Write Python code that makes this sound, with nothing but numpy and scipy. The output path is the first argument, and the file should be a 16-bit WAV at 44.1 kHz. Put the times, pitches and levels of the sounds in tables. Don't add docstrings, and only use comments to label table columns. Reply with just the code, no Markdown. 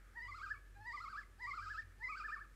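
import sys
import numpy as np
from scipy import signal
from scipy.fft import rfft, irfft, next_fast_len
from scipy.io import wavfile
from scipy.ndimage import uniform_filter1d

SR = 44100
rng = np.random.default_rng(int(sys.argv[2]) if len(sys.argv) > 2 else 0)


def generate_wav(signal):
    frames = np.transpose(np.atleast_2d(signal))
    scaled = np.clip(frames, -1, 1) * 32767
    pcm = np.round(scaled).astype(np.int16)
    wavfile.write(sys.argv[1], SR, pcm)


def volts_from_db(level):
    exponent = np.asarray(level, float) / 20
    return 10 ** exponent


N = 112455

# time_s, pitch_hz, level_db (before throat), second_multiple_db (relative)
WHOOP_TURNS = [
    [(.135, 740, -78, -6.5), (.175, 960, -53, -0.5), (.205, 910, -61.5, 3), (.235, 1010, -55, 3),
     (.265, 960, -53.5, -4.5), (.295, 1190, -48.5, -4.5), (.327, 1020, -52.5, 0.5), (.366, 1430, -51, -6),
     (.402, 1090, -52.5, 0.5), (.44, 1600, -42, -4), (.478, 1200, -52.5, 2), (.518, 1730, -42.5, -12),
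     (.558, 1110, -62.5, 8), (.585, 1170, -59.5, 9.5)],
    [(.745, 790, -87, 8), (.768, 815, -60, -5.5), (.787, 805, -56.5, -21), (.82, 865, -54, -14),
     (.842, 855, -57, -13), (.88, 985, -48, -2.5), (.912, 922, -51.5, -3), (.949, 1200, -44, -6.5),
     (.985, 985, -46.5, -6), (1.027, 1415, -49.5, -13), (1.066, 1070, -46, -3), (1.108, 1575, -52.5, -9),
     (1.147, 1140, -46.5, -5.5), (1.19, 1735, -48.5, 0), (1.226, 1130, -61.5, -3),
     (1.24, 1000, -77.5, 25.5)],
    [(1.378, 740, -73, -8), (1.425, 1015, -46.5, -4), (1.452, 955, -47, -3.5), (1.486, 1180, -44, -1),
     (1.52, 1040, -45.5, 2.5), (1.559, 1460, -47, -18), (1.595, 1165, -44.5, 4), (1.635, 1625, -50.5, -29),
     (1.673, 1225, -48, -0.5), (1.715, 1720, -48.5, -3), (1.753, 1270, -49.5, 1.5), (1.797, 1810, -46.5, 2),
     (1.835, 1080, -79.5, 20)],
    [(1.978, 786, -75, -26), (2.012, 878.4, -59.5, -5), (2.045, 1030, -46, 2.5), (2.072, 990, -50.5, -0.5),
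     (2.104, 1260, -46, 9.5), (2.137, 1115, -50.5, 15), (2.178, 1565, -45, -6.5), (2.215, 1200, -47.5, 9.5),
     (2.257, 1760, -49.5, -19), (2.295, 1190, -46.5, 8), (2.337, 1810, -48.5, -19), (2.378, 1110, -51, -1),
     (2.422, 1740, -55, -10), (2.46, 1150, -62.5, 5)],
]
# freq_hz, gain_db
THROAT_COLOUR = [(700, -9.5), (940, -4.5), (990, -10.5), (1030, -24), (1075, -9.5), (1150, -2), (1280, 2),
                 (1450, -9), (1600, -1.5), (1750, 5.5), (2050, -0.5), (2250, -15.5), (2450, -19.5),
                 (2600, -20), (2800, -23), (3100, -24.5), (3500, -17)]
# freq_hz, gain_db
MOUTH_COLOUR = [(2400, -4), (2900, -6), (3300, -9), (3700, -6), (4200, 0), (4900, 0), (5300, -5),
                (5700, -16), (7000, -13), (7800, -7), (8100, -50)]
# time_s, third_db, fourth_and_higher_db
UPPER_LEVELS = [(.15, -92, -92), (.19, -82, -76), (.235, -71, -74), (.3, -73, -73), (.366, -70, -74),
                (.44, -70, -71), (.52, -74, -76), (.57, -88, -90), (.76, -78, -92), (.82, -73, -88),
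                (.88, -77, -70), (.95, -68, -73), (1.03, -69, -72), (1.11, -71, -80), (1.15, -72, -82),
                (1.21, -76, -84), (1.4, -92, -88), (1.43, -84, -68), (1.5, -82, -73), (1.56, -67, -78),
                (1.6, -80, -76), (1.64, -72, -78), (1.71, -82, -80), (1.76, -71, -76), (1.82, -75, -82),
                (2.015, -92, -88), (2.045, -88, -68), (2.105, -86, -68), (2.15, -80, -76), (2.18, -64, -75),
                (2.22, -80, -76), (2.26, -75, -80), (2.34, -78, -82), (2.45, -82, -90)]
HIGHER_OFFSETS = [-2, 0, -0.5, -2.5, -4]
# time_s, level_db
AIR_LEVELS = [(.15, -89), (.25, -87), (.4, -71), (.52, -75.5), (.57, -91), (.76, -95), (.85, -100),
              (.92, -74), (1.2, -71), (1.24, -77), (1.39, -82), (1.45, -72), (1.6, -68.5), (1.8, -70),
              (1.835, -78.5), (1.99, -86), (2.06, -83), (2.18, -69), (2.35, -75.5), (2.45, -97)]
# freq_hz, density_db_per_hz
AIR_COLOUR = [(900, -40), (1300, -13), (2200, -7.5), (2700, -14.5), (3100, -6.5), (3500, -14), (4300, -8),
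              (4900, 0.5), (5400, -6.5), (5900, -14), (7000, -14.5), (7800, -7.5), (8100, -71)]
# time_s, level_db, t60_s
KNOCK_EVENT = (2.287, -66, .05)
# freq_hz, density_db_per_hz
KNOCK_COLOUR = [(250, -39), (360, 9), (600, -11), (1000, -7), (1500, -45)]
# delay_s, level_db
SINGLE_ECHOES = [(.019, -15), (.037, -18)]
# freq_hz, t60_s
TRUNK_DECAY = [(900, 0.23), (1500, 0.21), (2500, 0.089), (5000, 0.12)]
# freq_hz, t60_s
WOODS_DECAY = [(900, .7), (1500, .8), (2500, .7), (5000, .4)]
# freq_hz, level_db, waver_db, waver_hz (rms pitch deviation)
HUM_LINES = [(46.1, -61, 1.5, 0.38), (86, -73.5, 5.5, 3.7), (98.6, -75, 6, 4.5)]
# time_s, level_db
FAR_LEVELS = [(0, -68), (.15, -77.5), (.7, -91), (1.35, -82), (1.95, -80), (2.55, -76)]
# freq_hz, density_db_per_hz
FAR_COLOUR = [(1000, -20.5), (1250, 10.5), (1450, 5.5), (1750, 4), (2300, -1.5), (2700, -26)]
# freq_hz, density_db_per_hz
HISS_COLOUR = [(8, -16.5), (33, -12), (60, 0), (75, -5.5), (110, -4.5), (150, -10), (190, -15), (220, -8.5),
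               (260, -16.5), (320, -11.5), (543, -17.5), (700, -21), (979, -23.5), (1250, -18.5),
               (1810, -19.5), (3830, -29), (7900, -30.5), (8300, -30), (16000, -37.5)]


def evened(x):
    return x / np.sqrt(np.mean(x ** 2) + 1e-20)


def read(points, hz):
    freq_hz, value = np.transpose(points)
    return np.interp(np.log(hz + 1), np.log(freq_hz + 1), value)


def add(mix, start_s, sound):
    part = mix[round(start_s * SR):][:len(sound)]
    part += sound[:len(part)]


def noise(colour, size):
    hz = np.fft.rfftfreq(size, 1 / SR)
    inside = (hz >= colour[0][0]) & (hz <= colour[-1][0])
    spectrum = rfft(rng.standard_normal(size)) * volts_from_db(read(colour, hz)) * inside
    return evened(irfft(spectrum, size))


def slow(rate_hz, size):
    hz = np.fft.rfftfreq(size, 1 / SR)
    spectrum = rfft(rng.standard_normal(size)) * (hz > 0) / (1 + (hz / rate_hz) ** 4)
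    return evened(irfft(spectrum, size))


def trill_pitch(t, time_s, pitch_hz):
    index = np.arange(len(time_s))
    place = np.interp(t, time_s, index)
    eased = np.floor(place) + 0.5 - 0.5 * np.cos(np.pi * (place % 1))
    jitter = 0.002 * slow(180, next_fast_len(N))[:len(t)]
    return np.interp(eased, index, pitch_hz) * (1 + jitter)


def low_multiples(t, hz, phase, level_db, second_db):
    pure_hz, pure_db_per_oct = 1250, -30
    second_db = 3 + second_db + pure_db_per_oct * np.log2(np.maximum(hz / pure_hz, 1))
    first = volts_from_db(read(THROAT_COLOUR, hz)) * np.sin(phase)
    second = volts_from_db(second_db + read(THROAT_COLOUR, 2 * hz)) * np.sin(2 * phase)
    shimmer_db = 0.5 * slow(130, next_fast_len(N))[:len(t)]
    return (first + second) * volts_from_db(level_db + shimmer_db)


def upper_multiples(t, hz, phase):
    time_s, third_db, higher_db = np.transpose(UPPER_LEVELS)
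    levels_db = [np.interp(t, time_s, third_db)]
    for offset_db in HIGHER_OFFSETS:
        levels_db.append(offset_db + np.interp(t, time_s, higher_db))
    upper = np.zeros(len(t))
    for k, level_db in zip(range(3, 9), levels_db):
        shimmer_db = 3 * slow(46, next_fast_len(N))[:len(t)]
        upper += volts_from_db(level_db + read(MOUTH_COLOUR, k * hz) + shimmer_db) * np.sin(k * phase)
    return upper


def voice_air(t, hz):
    rasp_db_per_oct = -3.5
    size = next_fast_len(N)
    trill_oct = np.log2(hz / uniform_filter1d(hz, size=3500))
    shimmer_db = 1.5 * slow(20, size)[:len(t)]
    level_db = np.interp(t, *np.transpose(AIR_LEVELS)) + rasp_db_per_oct * trill_oct + shimmer_db
    return volts_from_db(level_db) * noise(AIR_COLOUR, size)[:len(t)]


def whoop(rows):
    time_s, pitch_hz, level_db, second_db = np.transpose(rows)
    t = np.arange(time_s[0], time_s[-1], 1 / SR)
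    hz = trill_pitch(t, time_s, pitch_hz)
    phase = 2 * np.pi * np.cumsum(hz) / SR
    low = low_multiples(t, hz, phase, np.interp(t, time_s, level_db), np.interp(t, time_s, second_db))
    voiced = np.sqrt(2) * (low + upper_multiples(t, hz, phase))
    fade_s = 0.008
    fade = np.minimum(np.minimum(t - time_s[0], time_s[-1] - t) / fade_s, 1)
    return time_s[0], fade * (voiced + voice_air(t, hz))


def knock(start_s, level_db, t60_s):
    t = np.arange(SR // 5) / SR
    envelope = volts_from_db(level_db - 60 * t / t60_s) * np.minimum(t / 0.001, 1)
    return start_s, envelope * noise(KNOCK_COLOUR, len(t))


def trees(x):
    trunks_db, woods_db, leaves_hz = -17, -23, 23
    near = tail(TRUNK_DECAY, trunks_db)
    for delay_s, level_db in SINGLE_ECHOES:
        add(near, delay_s, volts_from_db([level_db]))
    turn = 2 * np.pi * leaves_hz * np.arange(N) / SR
    far = np.zeros(N)
    for side in (np.sin(turn), np.cos(turn)):
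        far += signal.fftconvolve(x * side, tail(WOODS_DECAY, woods_db))[:N]
    return signal.fftconvolve(x, near)[:N] + far


def tail(decay, level_db):
    taps = np.zeros(SR)
    at = np.arange(300, SR - 20, 20)
    taps[at + rng.integers(0, 20, len(at))] = rng.choice([-1., 1.], len(at))
    hz, t, bands = signal.stft(taps, SR, nperseg=256)
    bands = bands * volts_from_db(-60 * t / read(decay, hz)[:, None])
    taps = signal.istft(bands, SR, nperseg=256)[1]
    return volts_from_db(level_db) * taps / np.linalg.norm(taps)


def far_calls():
    flicker_db, flicker_hz = 2.5, 12
    level_db = np.interp(np.arange(N) / SR, *np.transpose(FAR_LEVELS))
    return volts_from_db(level_db + flicker_db * slow(flicker_hz, N)) * noise(FAR_COLOUR, N)


def hum():
    lines = np.zeros(N)
    for freq_hz, level_db, waver_db, waver_hz in HUM_LINES:
        level = np.sqrt(2) * volts_from_db(level_db + waver_db * slow(5.5, N))
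        hz = freq_hz + waver_hz * slow(4.82, N)
        lines += level * np.sin(2 * np.pi * np.cumsum(hz) / SR)
    return lines


def hiss():
    level_db = -70
    return volts_from_db(level_db) * noise(HISS_COLOUR, N)


def scene():
    near = np.zeros(N)
    for rows in WHOOP_TURNS:
        add(near, *whoop(rows))
    add(near, *knock(*KNOCK_EVENT))
    far = far_calls()
    return (near + trees(near) + hum() + far + hiss())[None]


def low_pass(x):
    return signal.sosfilt(signal.butter(12, 15170, fs=SR, output="sos"), x)


def record(dry):
    return low_pass(dry)


dry = scene()
out = record(dry)
generate_wav(out)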